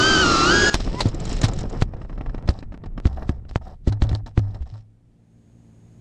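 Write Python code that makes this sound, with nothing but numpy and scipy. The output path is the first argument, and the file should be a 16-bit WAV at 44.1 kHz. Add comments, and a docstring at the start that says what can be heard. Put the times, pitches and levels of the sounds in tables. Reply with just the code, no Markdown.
"""Racing quadcopter crashes in a field

Heard from its own camera, four rotors whine low over the grass and dip in level just before the crash.
The frame cartwheels: landings thump and ring its plastic mount, the arms shudder, loose propellers
tick and hiss, and air buffets the microphone. Once it lies still, a distant engine hum comes up."""
import sys
import numpy as np
from scipy import signal
from scipy.fft import rfft, irfft, next_fast_len
from scipy.io import wavfile
from scipy.ndimage import map_coordinates

SR = 44100
rng = np.random.default_rng(int(sys.argv[2]) if len(sys.argv) > 2 else 0)


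def wav_out(sig):
    """Save sig, one row per channel (or a flat mono array), as 16-bit PCM at SR to the path in sys.argv[1]."""
    wavfile.write(sys.argv[1], SR, np.round(np.clip(np.atleast_2d(sig).T, -1, 1) * 32767).astype(np.int16))


N = 265006


def amp(db):
    """Decibels to gain."""
    return 10 ** (np.asarray(db) / 20)


def unit(x):
    """Scale to rms 1."""
    return x / np.sqrt(np.mean(x ** 2) + 1e-20)


def curves(rows):
    """Automation: one value per sample for each column after the time."""
    times, *columns = np.transpose(rows)
    return [np.interp(np.arange(N) / SR, times, column) for column in columns]


def wobble(rate):
    """A smooth random curve, rate knots a second."""
    return map_coordinates(rng.standard_normal(int(N * rate / SR) + 4), [np.arange(N) * rate / SR])


def filtered(x, response):
    """EQ x with a gain given as a function of frequency."""
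    size = next_fast_len(len(x) + 8192)
    return irfft(rfft(x, size) * response(np.fft.rfftfreq(size, 1 / SR)), size)[:len(x)]


def noise(spectrum, grain_db=0, ring_db=0):
    """Coloured noise of rms 1, with grains grain_db deep and the mount's modes ring_db proud."""
    freqs, db = np.transpose(spectrum)
    grains = rng.standard_normal(N) * amp(grain_db * wobble(1200))
    colour_db = lambda hz: np.interp(np.log(hz + 1), np.log(freqs), db)
    peaks = lambda hz: sum(1 / (1 + ((hz / mode[0] - 1) / .05) ** 2) for mode in MOUNT_MODES)
    return unit(filtered(grains, lambda hz: amp(colour_db(hz) + ring_db * peaks(hz))))


def burst(t, attack, t60):
    """A rise and an exponential decay."""
    return (1 - np.exp(-t / attack)) * np.exp(-np.log(1000) * t / t60)


def after(s, width):
    """A smooth step from 0 to 1 at time s."""
    return .5 + .5 * np.tanh((np.arange(N) / SR - s) / width)


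def add(track, s, sound):
    """Mix a sound into a track at time s."""
    part = track[round(s * SR):][:len(sound)]
    part += sound[:len(part)]


def softened(x, edge_hz):
    """Round off the top of a sharp contact."""
    return signal.sosfilt(signal.butter(3, edge_hz, fs=SR, output="sos"), x)


# How the frame passes blade overtones to the microphone: freq_hz, gain_db
FRAME_EQ = [(2400, -17), (2720, -13), (3000, -5), (3150, -4), (3340, -19), (3950, -11), (4300, -11),
            (4650, -7), (5000, -12), (5500, -16), (6200, -21), (6650, -14)]

def rotor(blade_hz, bright_db, shaft_db, flutter, frame_hz=345):
    """Four blades sing in harmonics; imbalance hums once a turn, loudest near the frame's resonance."""
    phase = 2 * np.pi * np.cumsum(blade_hz * (1 + flutter * wobble(130))) / SR
    phase += rng.uniform(0, 2 * np.pi)
    passed_db = lambda hz: np.interp(hz, *np.transpose(FRAME_EQ)) + bright_db + 1.5 * wobble(30)
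    blades = np.sin(phase) + sum(amp(passed_db(k * blade_hz)) * np.sin(k * phase) for k in range(2, 5))
    imbalance = amp(shaft_db) * np.sin(phase / 4) / np.hypot(1, (blade_hz / 4 - frame_hz) / 45)
    return np.sqrt(2) * (blades + imbalance) * amp(1.2 * wobble(160))


def thrust(blade_hz, cruise_db, cruise_hz=1480, db_per_octave=6.5):
    """A rotor grows louder as it speeds up."""
    return amp(cruise_db + db_per_octave * np.log2(blade_hz / cruise_hz))


# Blade-pass whine of the fast rotor: time_s, pitch_hz
FAST_ROTOR = [(0, 1472), (.04, 1538), (.09, 1574), (.15, 1560), (.175, 1503), (.205, 1545), (.245, 1409),
              (.33, 1368), (.36, 1318), (.385, 1371), (.41, 1336), (.45, 1378), (.495, 1473), (.53, 1618),
              (.62, 1663), (.645, 1634), (.67, 1686), (.74, 1650)]
# Blade-pass whine of the slow rotor: time_s, pitch_hz, level_db
SLOW_ROTOR = [(0, 1229, -25.5), (.11, 1321, -27), (.22, 1282, -27.5), (.35, 1205, -26.5),
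              (.44, 1207, -27.5), (.53, 1424, -22.5), (.6, 1494, -29.5), (.74, 1416, -27.5)]
# Turbulence off the blades: freq_hz, density_db
WASH_SPECTRUM = [(20, 3), (120, 1.5), (230, 0.5), (370, -1), (480, -4.5), (900, -9), (1400, -10.5),
                 (2200, -16.5), (3100, -14), (3700, -14), (4800, -12.5), (7000, -15.5), (8500, -31),
                 (10500, -48.5), (14500, -62)]

def flight(duck_s=.699, stall_s=.745):
    """Four rotors whine in their wash; the level drops abruptly just before they hit the ground."""
    fast_hz, = curves(FAST_ROTOR)
    slow_hz, slow_db = curves(SLOW_ROTOR)
    whine = thrust(fast_hz, -21) * rotor(fast_hz, bright_db=.5, shaft_db=-6, flutter=.0015)
    whine += amp(slow_db) * rotor(slow_hz, bright_db=-2, shaft_db=-3, flutter=.003)
    # the other two hunt about near those speeds to hold the craft level
    third_hz = fast_hz * (.975 + .012 * wobble(9))
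    whine += thrust(fast_hz, -35) * rotor(third_hz, bright_db=-3, shaft_db=0, flutter=.004)
    fourth_hz = slow_hz * (.965 + .025 * wobble(8.3))
    whine += amp(slow_db - 3.5) * rotor(fourth_hz, bright_db=-4.5, shaft_db=1.5, flutter=.0072)
    wash = amp(-20.5) * noise(WASH_SPECTRUM, grain_db=1)
    full_level = 1 - after(duck_s, .00054)
    ducked = (1 - full_level) * (1 - after(stall_s, .006))
    return whine * (full_level + amp(-14.5) * ducked) + wash * (full_level + amp(-14) * ducked)


# Air over the tumbling frame, easing as the landings slow it: time_s, level_db
AIRFLOW = [(.76, -26), (1.76, -26.5), (1.88, -31), (2.42, -30.5), (2.65, -34.5), (3.3, -32.5), (3.8, -43),
           (4.05, -28.5), (4.33, -42.5), (4.55, -33), (4.9, -56), (5.3, -63.5)]
# Fast spins that swing the microphone into the wind: first_gust_s, end_s, turn_s
SPINS = [(1.153, 1.394, 0.069), (1.498, 1.777, 0.077), (1.957, 2.427, 0.084)]
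# Low rumble on the microphone: freq_hz, density_db
BUFFET_SPECTRUM = [(15, -6), (32, 4.5), (60, -6.5), (120, -8), (250, -24), (500, -42.5), (1000, -105)]
# Air rushing past the frame: freq_hz, density_db
RUSH_SPECTRUM = [(60, -15), (150, 5.5), (280, 0), (400, -1), (560, -6), (800, -9), (1300, -18),
                 (2500, -28.5), (6000, -59.5)]

def wind(gust_db=2, full_flow_db=-26):
    """Air buffets the spinning frame once a turn; its rush dies away faster than the buffeting."""
    flow_db, = curves(AIRFLOW)
    t, facing = np.arange(N) / SR, np.zeros(N)
    for s, end, turn_s in SPINS:
        spinning = after(s - turn_s / 2, .012) * (1 - after(end, .0074))
        facing += spinning * np.cos(2 * np.pi * (t - s) / turn_s)
    buffet = amp(flow_db + gust_db * facing + 1.5 * wobble(22)) * noise(BUFFET_SPECTRUM)
    buffet *= 1 - after(5.34, .24)
    rush_db = -33.5 + 2.69 * (flow_db - full_flow_db) + 2.6 * wobble(35)
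    rush = amp(rush_db) * noise(RUSH_SPECTRUM, grain_db=4.5, ring_db=3)
    return (buffet + rush) * after(.738, .005)


# Bright hiss of propellers and grass: freq_hz, density_db
HISS_SPECTRUM = [(500, -31), (1500, -3), (3000, 2.5), (4000, -0.5), (4700, -0.5), (5400, 3.5), (6200, -5.5),
                 (8000, -6), (10000, -35), (14000, -46.5)]

def swish():
    """A grainy hiss that comes in uneven swishes."""
    return amp(1.2 * wobble(35) + 2.5 * wobble(110)) * noise(HISS_SPECTRUM, grain_db=4.5, ring_db=4)


# Hiss of the freewheeling propellers: time_s, level_db
WINDMILL = [(.78, -43.5), (1.03, -46), (1.15, -57.5), (1.29, -42.5), (1.38, -44.5), (1.52, -54),
            (1.6, -44.5), (1.67, -58), (1.79, -55), (1.87, -73.5)]

def windmill():
    """The loose propellers hiss in the airflow until a hard landing stops them."""
    level_db, = curves(WINDMILL)
    return amp(level_db) * swish() * after(.738, .005) * (1 - after(2.5, .05))


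# Ground hits: start_s, thump_db, thump_hz, t60_s, knock_db, mount_db, crunch_db
LANDINGS = [(0.742, -9, 50.46, 0.059, -3, -18.5, -13), (1.004, -24.5, 117.3, 0.085, -31, -33, -15.5),
            (1.056, -8, 107, 0.13, -24, -14.5, -33), (1.4394, -4, 107.3, 0.1, -3, -17, -17),
            (1.8216, 0, 109, .03, .5, -48, -17), (2.4892, -2, 65, 0.069, -3, -18, -30),
            (3.055, -1.5, 72.5, 0.078, -6, -16, -34), (3.293, -4, 81.2, .032, -7.5, -16, -31),
            (3.5585, -5, 101, 0.037, 1.5, -41, -33), (3.874, -4, 61.4, 0.083, -22.5, -13, -34),
            (4.0211, -4, 63, 0.097, -4.5, -18, -33.5), (4.115, -7.5, 76.4, 0.1, -19, -27, -44.5),
            (4.377, -1, 90.6, 0.062, -3.5, -19, -33.5), (4.608, -18, 65.5, 0.17, -37, -57, -58)]
# Ring of the hollow plastic camera mount: pitch_hz, level_db, t60_s
MOUNT_MODES = [(190, -3.5, .05), (259.5, 0.5, 0.049), (335.5, 1.5, 0.039), (433.7, -8.5, .04),
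               (550, -13.5, 0.056), (725, -14.5, .044), (1265, -23, 0.035), (1820, -18, 0.023),
               (3990, -27, 0.022), (5230, -31.5, .02)]
# Crisp crushed grass: freq_hz, density_db
CRUNCH_SPECTRUM = [(100, -22.5), (400, 6.5), (1200, 1.5), (2400, -3.5), (4000, 0), (5500, -4.5),
                   (7500, -9.5), (10000, -23.5), (14500, -50.5)]
# Dull pressed tufts: freq_hz, density_db
TUFT_SPECTRUM = [(70, -15.5), (170, 9), (260, 9), (400, -1.5), (700, -3), (1000, -4.5), (1600, -13.5),
                 (3000, -20.5), (6000, -69)]

def landings(knock_s=.00047, deep_t60_s=.068, trail_s=.01306):
    """Each landing is a soft push of the turf, a hard knock that rings the mount and a grassy crunch."""
    body, crunch, tuft = np.zeros((3, N))
    t = np.arange(SR // 3) / SR
    knock = (1 - t / knock_s) * np.exp(-t / knock_s) * (1 - np.exp(-t / .00009))
    for s, thump_db, thump_hz, t60, knock_db, mount_db, crunch_db in LANDINGS:
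        thump = amp(thump_db) * burst(t, .001208, t60) * np.sin(2 * np.pi * thump_hz * t)
        mount = np.zeros_like(t)
        for hz, db, mode_t60 in MOUNT_MODES:
            envelope = amp(db + rng.normal(0, 1.46)) * burst(t, .001, mode_t60)
            mount += envelope * np.sin(2 * np.pi * hz * rng.normal(1, .043) * t)
        add(body, s, amp(knock_db) * knock + amp(mount_db) * mount - thump)
        add(crunch, s, amp(crunch_db) * burst(t, .00087, .78 * t60))  # grass dies sooner than turf
        # reversed bursts: the grass gives way just before the frame meets the soil
        depth = min(t60 / deep_t60_s, 1) ** 2 * amp(thump_db)
        add(crunch, s - t[-1], amp(crunch_db - 13.5) * burst(t, .0003, .067)[::-1])
        add(tuft, s - t[-1], amp(-21) * depth * burst(t, .00033, .022)[::-1])
        # in a deep landing the rest of the frame ploughs in just behind
        trail = depth * burst(t, .004, .029)
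        add(crunch, s + trail_s, amp(-29.5) * trail)
        add(tuft, s + trail_s, amp(-15) * trail)
    crunch *= noise(CRUNCH_SPECTRUM, grain_db=5, ring_db=-1)
    tuft *= noise(TUFT_SPECTRUM, grain_db=5, ring_db=10)
    return softened(body, edge_hz=3700) + crunch + tuft


# Hollow knock of the arms: pitch_hz, level_db, t60_s
ARM_MODES = [(680, -3, .05), (790, -1, .06), (925, -1, .06), (1180, -3, .05), (1370, -5, .05),
             (1750, -2, .05), (1950, -2, .045)]

def arms(contact, ring_db):
    """Whatever strikes or rubs the frame leaves its arms ringing."""
    t = np.arange(SR // 3) / SR
    ring = sum(amp(db) * burst(t, .002, t60) * np.sin(2 * np.pi * hz * t) for hz, db, t60 in ARM_MODES)
    ring /= np.abs(rfft(ring)).max()
    return contact + amp(ring_db) * signal.fftconvolve(contact, ring)[:N]


# Single hard swipes through tufts: start_s, crisp_db, dull_db
BRUSHES = [(0.7507, -19, -21.5), (0.801, -19, -20.5), (0.8736, -45, -18), (1.4324, -12.5, -14),
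           (2.2084, -48, -25.5), (2.4746, -27, -22), (2.588, -38.5, -35), (2.9758, -40, -20.5),
           (3.172, -59.5, -28.5), (3.223, -44, -26), (3.4505, -62, -39.5), (3.9225, -30, -21),
           (4.0906, -30.5, -30), (4.148, -27, -25), (4.261, -33.5, -35), (4.5447, -38.5, -34)]

def brushes(t60=.037):
    """Tufts swipe the frame and ring the mount, singly and in cartwheeling runs."""
    crisp, dull = np.zeros((2, N))
    t = np.arange(SR // 3) / SR
    for s, crisp_db, dull_db in BRUSHES + cartwheels():
        add(crisp, s, amp(crisp_db) * burst(t, .0045, t60))
        add(dull, s, amp(dull_db) * burst(t, .0013, t60))
    crisp *= noise(CRUNCH_SPECTRUM, grain_db=4.5, ring_db=7)
    dull *= noise(TUFT_SPECTRUM, grain_db=3.5, ring_db=4)
    return crisp + dull


# Blade-pass chirp of one motor: time_s, pitch_hz, level_db
TWITCH = [(.9, 866, -55), (.95, 954, -40), (.995, 1025, -29), (1.012, 943, -33), (1.03, 900, -60)]

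def twitch():
    """One motor briefly spins up again between the first two bounces."""
    hz, db = curves(TWITCH)
    running = after(.83, .01) * (1 - after(1.03, .0042))
    phase = 2 * np.pi * np.cumsum(hz * (1 + .0065 * wobble(130))) / SR
    return running * amp(db) * (np.sin(phase) + amp(-11.5) * np.sin(2 * phase))


# Hard plastic clacks as the frame strikes the ground: start_s, level_db, pitch_hz, t60_s
CLACKS = [(1.008, -22.5, 4110, .05), (2.4903, -23.5, 4740, 0.013), (2.539, -52, 4200, .015),
          (2.59, -43.5, 4260, .015), (2.837, -54, 3970, 0.016), (4.019, -27.5, 3800, 0.011),
          (4.0914, -35, 3700, .011), (4.15, -27.5, 4020, 0.0082)]

def clacks(ratios=(.91, .98, 1.03, 1.12)):
    """A stiff plastic arm rings in a short cluster of modes."""
    out, t = np.zeros(N), np.arange(SR // 8) / SR
    for s, db, hz, t60 in CLACKS:
        modes = sum(np.sin(2 * np.pi * hz * ratio * t + rng.uniform(0, 2 * np.pi)) for ratio in ratios)
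        add(out, s, amp(db) * burst(t, .0002, t60) * modes)
    return out


# Blades catching the frame: start_s, level_db
TICKS = [(1.0856, -32), (1.1453, -34.5), (1.2005, -33.5), (1.253, -28), (1.293, -29), (1.3274, -29),
         (1.3655, -33), (1.4145, -21.5), (1.4827, -26.5), (1.534, -34), (1.5882, -30.5), (1.6082, -34.5),
         (1.698, -39.5)]
# Thin, bright edge of a tick: freq_hz, density_db
TICK_SPECTRUM = [(3000, -29), (6400, 5), (7300, 11.5), (8200, -1.5), (10000, -22), (14000, -45.5)]

def ticks():
    """Loose blades tick against the frame, each with a short scrape under it."""
    tick, scrape = np.zeros((2, N))
    t = np.arange(SR // 3) / SR
    for s, db in TICKS:
        add(tick, s, amp(db) * burst(t, .0012, .023))
        add(scrape, s, amp(db - 1) * burst(t, .00095, .044))
    return tick * noise(TICK_SPECTRUM) + scrape * noise(CRUNCH_SPECTRUM, grain_db=4.5, ring_db=7)


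# Rolls over the grass:
# start_s, end_s, first_turn_s, second_arm_lag_turns, level_db, second_arm_db, growth_db_per_turn
CARTWHEELS = [(1.935, 2.4, .079, 0.399, -29, -3, 1), (2.626, 2.87, .115, .82, -26.5, -2.5, 0)]

def cartwheels(turn_stretch=1.018):
    """Two arms brush the grass in each ever slower turn; gives cues of start_s, crisp_db, dull_db."""
    cues = []
    for s, end, turn_s, lag, db, second_db, growth_db in CARTWHEELS:
        while s < end:
            contacts = [(s, db), (s + lag * turn_s, db + second_db)]
            cues += [(when, level - 17.5, level) for when, level in contacts if when < end]
            s += turn_s
            turn_s *= turn_stretch
            db += growth_db
    return cues


# Breaking stalks: start_s, level_db
SNAPS = [(2.4261, -31.5), (2.7766, -32), (3.0012, -22.5), (3.5122, -26), (4.3131, -43)]

def snaps():
    """Each dry stalk breaks with one sharp pulse."""
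    out, t = np.zeros(N), np.arange(SR // 3) / SR
    for s, db in SNAPS:
        add(out, s, amp(db) * burst(t, .00005, .012))
    return softened(out, edge_hz=9800)


# Longer drags over the grass: start_s, length_s, rustle_db, hiss_db
SLIDES = [(2.5, 0.11, -50.5, -63), (3.082, 0.28, -50.5, -67.5), (3.489, 0.013, -46, -56),
          (3.613, 0.12, -48, -65), (3.914, 0.026, -36, -64.5), (4.042, 0.14, -45.5, -65.5),
          (4.265, 0.017, -36.5, -55), (4.413, 0.173, -53.5, -70.5), (4.659, 0.15, -54, -66)]
# Grass rubbing along the frame: freq_hz, density_db
RUSTLE_SPECTRUM = [(80, -8), (160, 3), (300, -3), (430, -4), (750, 3.5), (1000, -3.5), (1400, -12.5),
                   (1800, -14), (2600, -32), (6000, -42.5)]

def slides():
    """Between bounces the frame drags over the grass, rustling, hissing and flicking single stalks."""
    rustle, hiss = np.zeros((2, N))
    for s, length, rustle_db, hiss_db in SLIDES:
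        contact = after(s, .0052) * (1 - after(s + length, .025))
        rustle += amp(rustle_db) * contact
        hiss += amp(hiss_db) * contact
    flicks = amp(21.5) * stalks()
    rustle *= amp(4.1 * wobble(45)) * noise(RUSTLE_SPECTRUM, grain_db=5, ring_db=4.5)
    return rustle + hiss * (swish() + flicks)


def stalks(per_s=55, spread_db=3):
    """Stalks flick the frame at random, each a tiny crunch of its own size."""
    flicks = np.zeros(N)
    for place, size in rng.uniform(0, 1, (int(per_s * N / SR), 2)):
        flicks[int(place * N)] = amp(spread_db * (2 * size - 2.5))
    envelope = signal.fftconvolve(flicks, burst(np.arange(SR // 20) / SR, .0003, .0095))[:N]
    return envelope * noise(CRUNCH_SPECTRUM, grain_db=3, ring_db=9)


# Low quivers after the later landings: start_s, level_db, pitch_hz
SHUDDERS = [(2.508, -32.5, 105.7), (3.082, -25.5, 67.8), (3.299, -27, 69.7), (3.568, -32.5, 70.2),
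            (3.895, -19, 104.1), (4.034, -18.5, 108), (4.118, -19.5, 105.2), (4.39, -18.5, 99.4),
            (4.723, -32.5, 106.7)]
# Flexing modes of the frame: pitch_ratio, level_db
FRAME_MODES = [(1, 3), (2, -38), (2.75, -22.5)]

def shudders(t60_cycles=50):
    """The frame keeps quivering on its springy arms."""
    out, t = np.zeros(N), np.arange(SR) / SR
    for s, db, hz in SHUDDERS:
        ring = sum(amp(mode_db + rng.normal(0, 1)) * np.sin(2 * np.pi * hz * ratio * t)
                   for ratio, mode_db in FRAME_MODES)
        add(out, s, amp(db) * burst(t, .0024, t60_cycles / hz) * ring)
    return out


# Fader for the whole distant bed: time_s, level_db
FIELD_LEVEL = [(5, -62), (5.65, -54.5), (6, -53)]
# Harmonics of the engine's firing rate: multiple, level_db
ENGINE_ORDERS = [(1, -13), (2, -3), (3, -7.5), (4, -8.5), (5, -13.5), (6, -23)]
# Open air: freq_hz, density_db
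AIR_SPECTRUM = [(25, -9.5), (60, -7), (130, -1), (260, -10), (400, -15.5), (700, -22), (1100, -32),
                (2000, -34), (5000, -41.5), (9000, -42), (14000, -61.5)]
# Thin, shrill band of insects: freq_hz, density_db
INSECT_SPECTRUM = [(5900, -38.5), (6500, 3.5), (7100, -8.5), (8500, -13), (10500, -27.5)]

def far_field(firing_hz=57.3):
    """An engine drones far off in the open air; a faint shrill of insects comes up last."""
    level_db, = curves(FIELD_LEVEL)
    phase = 2 * np.pi * np.cumsum(firing_hz * (1 + .012 * wobble(14))) / SR
    drone = sum(amp(db + 1.2 * wobble(6)) * np.sin(k * phase + rng.uniform(0, 2 * np.pi))
                for k, db in ENGINE_ORDERS)
    air = noise(AIR_SPECTRUM)
    insects = amp(-22.5) * after(5.25, .12) * noise(INSECT_SPECTRUM)
    return amp(level_db) * (amp(2) * unit(drone) + air + insects)


def scene():
    """One microphone on the frame feeds both channels."""
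    hits = arms(landings(), ring_db=-9.5)
    scrapes = arms(brushes() + ticks() + snaps() + slides(), ring_db=-4.5)
    ground = hits + scrapes + clacks() + shudders()
    mono = flight() + wind() + windmill() + ground + twitch() + far_field()
    return np.array([mono, mono])


def record(dry, ceiling=.74, top_hz=14700):
    """The camera rounds off the tallest peaks and keeps nothing above its band limit."""
    rounded = dry / (1 + np.abs(dry / ceiling) ** 8) ** (1 / 8)
    return np.array([filtered(side, lambda hz: hz < top_hz) for side in rounded])


dry = scene()
out = record(dry)
wav_out(out)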